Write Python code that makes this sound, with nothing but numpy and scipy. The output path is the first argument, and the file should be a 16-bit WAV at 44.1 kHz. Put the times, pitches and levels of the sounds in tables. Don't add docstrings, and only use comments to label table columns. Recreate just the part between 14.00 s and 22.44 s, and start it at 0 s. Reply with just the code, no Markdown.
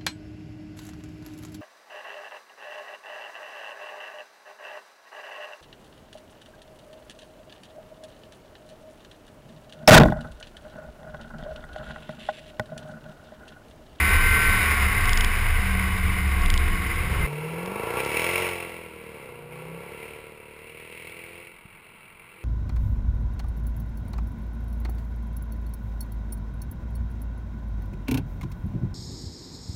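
import sys
import numpy as np
from scipy import signal
from scipy.fft import rfft, irfft
from scipy.io import wavfile
from scipy.ndimage import uniform_filter1d

SR = 44100
rng = np.random.default_rng(int(sys.argv[2]) if len(sys.argv) > 2 else 0)


def transcribe(u):
    v = np.clip(np.atleast_2d(u).T, -1, 1)
    q = np.round(v * 32767).astype(np.int16)
    wavfile.write(sys.argv[1], SR, q)


N = 372204


def amp(db):
    return 10 ** (np.asarray(db) / 20)


def rms_one(x):
    return x / np.sqrt(np.mean(x ** 2) + 1e-20)


def even(x, seconds):
    return x / np.sqrt(uniform_filter1d(x ** 2, int(seconds * SR)) + 1e-12)


def in_time(rows):
    s, *columns = np.transpose(rows)
    return [np.interp(np.arange(N) / SR, s, c) for c in columns]


def drift(rate):
    r = np.exp(-2 * np.pi * rate / SR)
    noise = rng.standard_normal(N + SR)
    return rms_one(signal.lfilter([1], [1, -2 * r, r * r], noise)[SR:])


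def colour(x, spectrum, modes=()):
    size = 8192
    hz = np.maximum(np.fft.rfftfreq(size, 1 / SR), 1)
    points = np.array(spectrum)
    db = np.interp(np.log(hz), np.log(points[:, 0]), points[:, 1])
    for centre, width, lift_db in modes:
        db = db + lift_db / (1 + (2 * (hz - centre) / width) ** 2)
    cepstrum = irfft(db * np.log(10) / 20)
    cepstrum[1:size // 2] *= 2
    cepstrum[size // 2 + 1:] = 0
    response = irfft(np.exp(rfft(cepstrum)))
    return signal.fftconvolve(x, response)[:len(x)]


CYLINDER_BLOWS = [0, -28, -24, -30, -9, -30, -24, -28]


def firings(cycle_hz, lope, spread_db):
    turns = np.cumsum(cycle_hz) / SR
    count = (8 * turns).astype(int)
    at = np.flatnonzero(np.diff(count)) + 1
    strength_db = lope[at] * np.array(CYLINDER_BLOWS)[count[at] % 8]
    clicks = np.zeros(N)
    clicks[at] = amp(strength_db + spread_db * rng.standard_normal(len(at)))
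    return clicks, turns


def bursts(clicks, decay_s, share):
    r = np.exp(-1 / (decay_s * SR))
    gate = even(signal.lfilter([1], [1, -2 * r, r * r], clicks), seconds=0.18)
    share = np.clip(share, 0, 1)
    return rng.standard_normal(N) * (share * gate + 1 - share)


def orders(turns, levels):
    return np.sqrt(2) * sum(amp(db) * np.sin(2 * np.pi * k * turns) for k, db in levels)


def passing(cycle_hz, rows):
    levels = []
    for k, top_db, resonance_hz, width_hz in rows:
        detuning = 2 * (k * cycle_hz - resonance_hz) / width_hz
        levels.append((k, top_db - 20 * np.log10(1 + detuning ** 2)))
    return levels


def cyclic(turns):
    size = 512
    pattern = rng.standard_normal(size)
    return rms_one(np.interp(turns % 1 * size, np.arange(size), pattern, period=size))


def taps(events, spectrum, noisy_s):
    out, t = np.zeros(N), np.arange(2048) / SR
    for s, db in events:
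        tail = (rng.standard_normal(len(t)) + 8 * (t == 0)) * np.exp(-t / noisy_s)
        knock = colour(tail, spectrum)
        i = int(s * SR)
        out[i:i + len(t)] += amp(db) * knock / np.abs(knock).max()
    return out


# pitch_hz [Hz], relative density_db [dB per Hz]
BARK_SPECTRUM = [(200, -39), (280, -7), (350, -0.5), (410, -1.5), (460, 2), (540, -7.5), (640, -12),
                 (800, -13.5), (1000, -32), (1500, -35)]
# pitch_hz [Hz], width_hz [Hz], lift_db [dB]
PIPE_MODES = [(344, 54, 4), (461, 40, 4), (527, 75, 6.5)]


def tailpipe_bark(blows, bark_db):
    return amp(bark_db) * even(colour(blows, BARK_SPECTRUM, PIPE_MODES), seconds=0.14)


# pitch_hz [Hz], relative density_db [dB per Hz]
THROB_SPECTRUM = [(15, -92), (25, -39), (37, -18), (75, -7), (108, -5), (151, -8.5), (280, -11),
                  (360, -14.5), (620, -120)]
# pitch_hz [Hz], width_hz [Hz], lift_db [dB]
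SILENCER_MODES = [(150, 39, 2)]
THROB_DB, THROB_SLOPE = -40.5, 0.91


def silencer_throb(blows, bark_db, lift_off_db):
    throb_db = THROB_DB + THROB_SLOPE * (bark_db + 33) + lift_off_db
    return amp(throb_db) * even(colour(blows, THROB_SPECTRUM, SILENCER_MODES), seconds=0.22)


# delay_s [s], level_db [dB]
ECHOES = [(.0037, -6), (.0085, -12)]


def echoes(x):
    out = x.copy()
    for delay, db in ECHOES:
        lag = int(delay * SR)
        out[lag:] += amp(db) * x[:-lag]
    return out


BURST_SHARE, BURST_PER_DB = .35, .045


def gas_jet(clicks, bark_db, rasp_db):
    uneven = clicks * amp(2.0 * rng.standard_normal(N))
    share = np.minimum(BURST_SHARE + BURST_PER_DB * (rasp_db - bark_db), .7)
    return bursts(echoes(uneven), decay_s=0.0012, share=share)


# pitch_hz [Hz], relative density_db [dB per Hz]
RASP_SPECTRUM = [(1030, -36), (1750, -16.5), (2020, -4.5), (2310, -5), (2500, -10), (2710, -5),
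                 (3000, -14.5), (3300, -16), (3470, -22.5), (3960, -20), (4600, -27), (5980, -43.5),
                 (10100, -120)]
# pitch_hz [Hz], width_hz [Hz], lift_db [dB]
ROAD_CASE_MODES = [(2290, 110, 4.5), (2570, 290, 4), (3390, 160, 1)]


def gas_rasp(gas, blows, rasp_db):
    jet = gas + amp(-11) * echoes(blows)
    return amp(rasp_db) * rms_one(colour(jet, RASP_SPECTRUM, ROAD_CASE_MODES))


# pitch_hz [Hz], relative density_db [dB per Hz]
ROAR_SPECTRUM = [(350, -53), (600, 1), (766, -3), (963, 5.5), (1070, -4.5), (1130, 5), (1240, -14.5),
                 (1350, 4), (1450, -9), (1800, -7), (2340, -57), (3960, -120)]
ROAR_DB, ROAR_SLOPE = -35.5, 1.285
ROAR_FLOOR_DB = -58.5
ROAR_BLOWS_DB, ROAR_REPEAT_DB = -6, -4


def exhaust_roar(gas, blows, turns, lope, bark_db, lift_off_db):
    repeating = amp(ROAR_REPEAT_DB + lift_off_db) * lope * cyclic(turns)
    mix = gas + amp(ROAR_BLOWS_DB) * blows + repeating
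    roar_db = np.maximum(ROAR_DB + ROAR_SLOPE * (bark_db + 33), ROAR_FLOOR_DB)
    return amp(roar_db) * rms_one(colour(mix, ROAR_SPECTRUM))


# pitch_hz [Hz], relative density_db [dB per Hz]
HISS_SPECTRUM = [(4000, -34.5), (4600, -10.5), (5400, 0.5), (5900, 1), (7600, -46)]
HISS_DB, HISS_SLOPE = -46.5, 1.3
HISS_DB_PER_S = -1.5


def gas_hiss(gas, rasp_db):
    t = np.arange(N) / SR
    hiss_db = HISS_DB + HISS_SLOPE * (rasp_db + 30) + HISS_DB_PER_S * (t - 4.2)
    return amp(hiss_db) * rms_one(colour(gas, HISS_SPECTRUM))


# order [multiple of the cycle], top_db [dB rms], resonance_hz [Hz], width_hz [Hz]
FIRING_TONES = [(8, -33, 150, 66), (8, -47, 390, 34)]
FIRING_ENDS_S, FIRING_DB_PER_S = 4.9, -55
# time_s [s], level_db [dB rms]
FIFTH_ORDER = [(5.2, -60), (5.35, -51), (5.75, -41), (5.92, -61), (6.1, -82)]


def road_tones(turns, revs):
    late_s = np.maximum(np.arange(N) / SR - FIRING_ENDS_S, 0)
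    firing = amp(FIRING_DB_PER_S * late_s) * orders(turns, passing(revs, FIRING_TONES))
    return firing + orders(turns, [(5, in_time(FIFTH_ORDER)[0])])


# order [multiple of the cycle], top_db [dB rms], resonance_hz [Hz], width_hz [Hz]
DOOR_TONES = [(8, -31.5, 190, 15), (8, -44.5, 300, 8), (8, -44, 226, 50), (3, -27.5, 67.1, 7.7),
              (3, -37, 113, 11), (16, -48, 348, 30), (5, -41.5, 190, 18), (6, -41, 217, 30),
              (10, -50, 383, 11), (12, -58, 460, 12), (13, -48, 288, 27)]
# time_s [s], level_db [dB]
WHINE_LEVEL = [(0, -36), (.15, -32), (.5, -28), (.62, -36), (.8, -39), (1.1, -54), (1.3, -90)]
# order [multiple of the cycle], relative level_db [dB]
WHINE_ORDERS = [(36, -5), (40, 2.5), (48, -6), (54, -24.5)]


def door_tones(turns, revs):
    whine = amp(in_time(WHINE_LEVEL)[0]) * orders(turns, WHINE_ORDERS)
    return orders(turns, passing(revs, DOOR_TONES)) + whine


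# low_hz [Hz], high_hz [Hz]
VALVES_HZ = (1350, 2700)
VALVES_DB, VALVES_DB_PER_OCTAVE = -2, 10
# pitch_hz [Hz], relative density_db [dB per Hz]
CLATTER_SPECTRUM = [(150, -15), (250, -21.5), (444, -7.5), (585, -17.5), (730, -10.5), (815, -14),
                    (1100, -2.5), (1270, -10), (1560, -5), (1690, -10), (2080, -0.5), (3500, -20),
                    (4550, -36.5), (7700, -120)]
# pitch_hz [Hz], width_hz [Hz], lift_db [dB]
DOOR_CASE_MODES = [(727, 6.1, 11.5), (1103, 34, 5), (1578, 43, 3.5), (2082, 8.2, 9), (2955, 42, 9)]
# pitch_hz [Hz], relative density_db [dB per Hz]
SIZZLE_SPECTRUM = [(2800, -26.5), (3500, 2.5), (4300, -2), (5200, -1.5), (5900, 6.5), (7600, -74)]
CLATTER_DB, CLATTER_DB_PER_OCTAVE, CLATTER_REF_HZ = -24, 7, 39.6


def door_clatter(clicks, turns, revs):
    octaves = np.log2(revs / CLATTER_REF_HZ)
    valves = signal.sosfilt(signal.butter(2, VALVES_HZ, "band", fs=SR, output="sos"), cyclic(turns))
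    noise = bursts(clicks, decay_s=0.0037, share=0.13)
    knock = amp(VALVES_DB + VALVES_DB_PER_OCTAVE * octaves) * valves + noise
    clatter_db = CLATTER_DB + CLATTER_DB_PER_OCTAVE * octaves
    sizzle_db = 1.508 * clatter_db - 3.0
    clatter = amp(clatter_db) * rms_one(colour(knock, CLATTER_SPECTRUM, DOOR_CASE_MODES))
    sizzle_modes = [(3755, 92, 8.9), (4990, 540, 9.7)]   # Hz, width Hz, lift dB
    sizzle = amp(sizzle_db) * rms_one(colour(knock, SIZZLE_SPECTRUM, sizzle_modes))
    return (clatter + sizzle) * amp(0.77 * drift(18))


# widest_s [s], level_db [dB rms at widest], half_length_s [s]
BUMPS = [(.22, -20, 0.11), (0.51, -23.5, 0.094), (.8, -31, .08), (1.163, -19.5, 0.2), (1.524, -21.5, .12),
         (1.74, -27.5, 0.075), (2.06, -27, 0.16), (2.5, -18, .12), (2.71, -22.5, 0.064), (2.978, -30, 0.12),
         (3.223, -29, 0.067)]
SWAY_HZ, SWAY_TOP_S = 26.28, 1.132


def mount_sway():
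    t = np.arange(N) / SR
    swing = sum(amp(db) * np.exp(-((t - s) / half) ** 2) for s, db, half in BUMPS)
    return swing * np.sqrt(2) * np.cos(2 * np.pi * SWAY_HZ * (t - SWAY_TOP_S))


# start_s [s], peak_db [dB]
CASE_TAPS = [(1.056, -15), (1.094, -8.5), (1.1323, -8.5), (1.1746, -7.5), (1.209, -9), (1.2462, -9.5),
             (2.4184, -22), (2.4608, -13), (2.5022, -8), (2.5402, -10), (2.577, -12.5)]
# pitch_hz [Hz], relative density_db [dB per Hz]
TAP_SPECTRUM = [(1200, -42), (1700, -12), (2400, -7), (3200, 5.5), (4300, -6), (5200, 1.5), (6500, 0),
                (9000, -18.5)]


def case_rattle():
    return taps(CASE_TAPS, TAP_SPECTRUM, noisy_s=.0011)


# start_s [s], peak_db [dB]
STONES = [(3.6601, -25), (4.0497, -18), (7.2474, -52)]


def thrown_stones():
    return taps(STONES, TAP_SPECTRUM, noisy_s=0.00087)


# pitch_hz [Hz], relative density_db [dB per Hz]
RUMBLE_SPECTRUM = [(24, -41), (40, 3), (49, -2.5), (76, 0.5), (110, -7.5), (140, -25.5), (188, -11),
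                   (253, -25), (297, -25), (330, -26), (430, -66), (730, -120)]
# pitch_hz [Hz], width_hz [Hz], lift_db [dB]
PANEL_MODES = [(71.1, 6.7, 8.5), (108.5, 11, 5.5), (196, 20, 3.5)]
RUMBLE_DB, RUMBLE_WAVER_DB = -25.5, 2.0


def body_rumble(clicks):
    shaking = amp(-3.5) * even(clicks, seconds=0.66) + rng.standard_normal(N)
    level = amp(RUMBLE_DB + RUMBLE_WAVER_DB * drift(4.0))
    return level * even(colour(shaking, RUMBLE_SPECTRUM, PANEL_MODES), seconds=0.21)


# start_s [s], peak_db [dB]
WIND_PUFFS = [(7.652, -39), (7.949, -42)]
# pitch_hz [Hz], relative density_db [dB per Hz]
PUFF_SPECTRUM = [(20, -12), (60, 2), (130, 4), (230, 2), (400, -34)]


def wind_puffs():
    return taps(WIND_PUFFS, PUFF_SPECTRUM, noisy_s=0.0027)


# pitch_hz [Hz], relative density_db [dB per Hz]
AIR_SPECTRUM = [(12, -34.5), (20, -3), (65, -9), (178, -4), (290, -14.5), (455, -6.5), (677, -28),
                (1010, -10), (1210, -11), (1270, -11.5), (1500, -11.5), (1950, -25.5), (3300, -120)]
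AIR_DB = -56.5


def country_air():
    air = rms_one(colour(rng.standard_normal(N), AIR_SPECTRUM))
    return amp(AIR_DB) * air * amp(0.5 * drift(7.9))


# time_s [s], cycle_hz [engine cycles per s]
DOOR_REVS = [(0.0, 37.6), (0.23, 38.6), (0.55, 38.2), (0.8, 35.0), (0.94, 32.1), (1.59, 24.3), (1.8, 23.4),
             (2.27, 22.5), (3.27, 20.6)]
CUT_S = 3.268


def on_the_door():
    t, revs = np.arange(N) / SR, in_time(DOOR_REVS)[0]
    clicks, turns = firings(revs, np.full(N, .5), spread_db=1.5)
    engine = door_tones(turns, revs) + door_clatter(clicks, turns, revs)
    out = engine + mount_sway() + case_rattle() + body_rumble(clicks)
    return out * np.clip((CUT_S - t) / 0.0027, 0, 1)


# time_s [s], cycle_hz [engine cycles per s]
ROAD_REVS = [(2.8, 13.8), (3.19, 17.2), (3.54, 20.5), (3.63, 21.9), (3.98, 31.8), (4.13, 38.5),
             (4.26, 43.1), (4.37, 46.0), (4.59, 43.4), (4.79, 41.9), (4.96, 39.0), (5.12, 38.1),
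             (5.3, 30.0), (5.37, 29.3), (5.63, 31.4), (5.77, 33.6), (5.99, 37.5), (6.26, 37.6),
             (6.46, 36.7), (7.18, 42.3), (7.4, 43.3), (8.44, 42.0)]
# time_s [s], lope [0-1]
LOPE = [(2.8, .45), (3.55, .5), (3.75, 1), (4.6, 1), (4.8, .8), (5.3, .7), (6.2, .75), (6.6, .92),
        (7.5, .92), (7.7, .6), (8.44, .7)]
# time_s [s], bark_db [dB], rasp_db [dB]
EXHAUST = [(3.3, -39, -42), (3.71, -36, -41.5), (3.96, -32, -35.5), (4.0, -30, -28), (4.03, -33, -35.5),
           (4.19, -32.5, -27), (4.43, -31.5, -28), (4.6, -38.5, -37), (4.9, -45.5, -48),
           (5.23, -44.5, -47.5), (5.49, -46, -53.5), (5.53, -44.5, -47), (5.7, -43, -49),
           (6.08, -44, -44.5), (6.39, -50, -51.5), (7.05, -49.5, -43), (7.41, -49, -46), (7.61, -67, -52.5),
           (8.22, -72, -52.5), (8.44, -53.5, -51)]
# time_s [s], level_db [dB]
FADE_IN = [(2.6, -40), (3.0, -5), (3.27, 0)]
CRANK_LAG_S = .009
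LIFT_OFF_S, LIFT_OFF_DB_PER_S = 7.42, -200


def on_the_road():
    t, revs, lope = np.arange(N) / SR, in_time(ROAD_REVS)[0], in_time(LOPE)[0]
    bark_db, rasp_db = in_time(EXHAUST)
    lift_off_db = LIFT_OFF_DB_PER_S * np.maximum(t - LIFT_OFF_S, 0)
    clicks, turns = firings(revs, lope, spread_db=.7)
    clicks = np.roll(clicks, int(CRANK_LAG_S * SR))
    blows = even(clicks, seconds=.2) + amp(6 - 18 * lope) * rng.standard_normal(N)
    gas = gas_jet(clicks, bark_db, rasp_db)
    out = tailpipe_bark(blows, bark_db) + silencer_throb(blows, bark_db, lift_off_db)
    out += gas_rasp(gas, blows, rasp_db) + gas_hiss(gas, rasp_db)
    out += exhaust_roar(gas, blows, turns, lope, bark_db, lift_off_db)
    out += road_tones(turns, revs) + country_air()
    return out * amp(in_time(FADE_IN)[0]) + thrown_stones() + wind_puffs()


def scene():
    return (on_the_door() + on_the_road())[None]


CUTOFF_HZ = 16250


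def record(dry):
    smooth = signal.sosfilt(signal.cheby2(8, 30, 6150, fs=SR, output="sos"), dry)
    sampled = signal.resample_poly(smooth, 40, 147, axis=1)
    held = np.repeat(sampled, 4, axis=1)
    out = signal.resample_poly(held, 147, 160, axis=1)[:, :N]
    out = np.pad(out, ((0, 0), (0, N - out.shape[1])))
    return signal.sosfilt(signal.cheby2(12, 70, CUTOFF_HZ, fs=SR, output="sos"), out)


dry = scene()
out = record(dry)
transcribe(out)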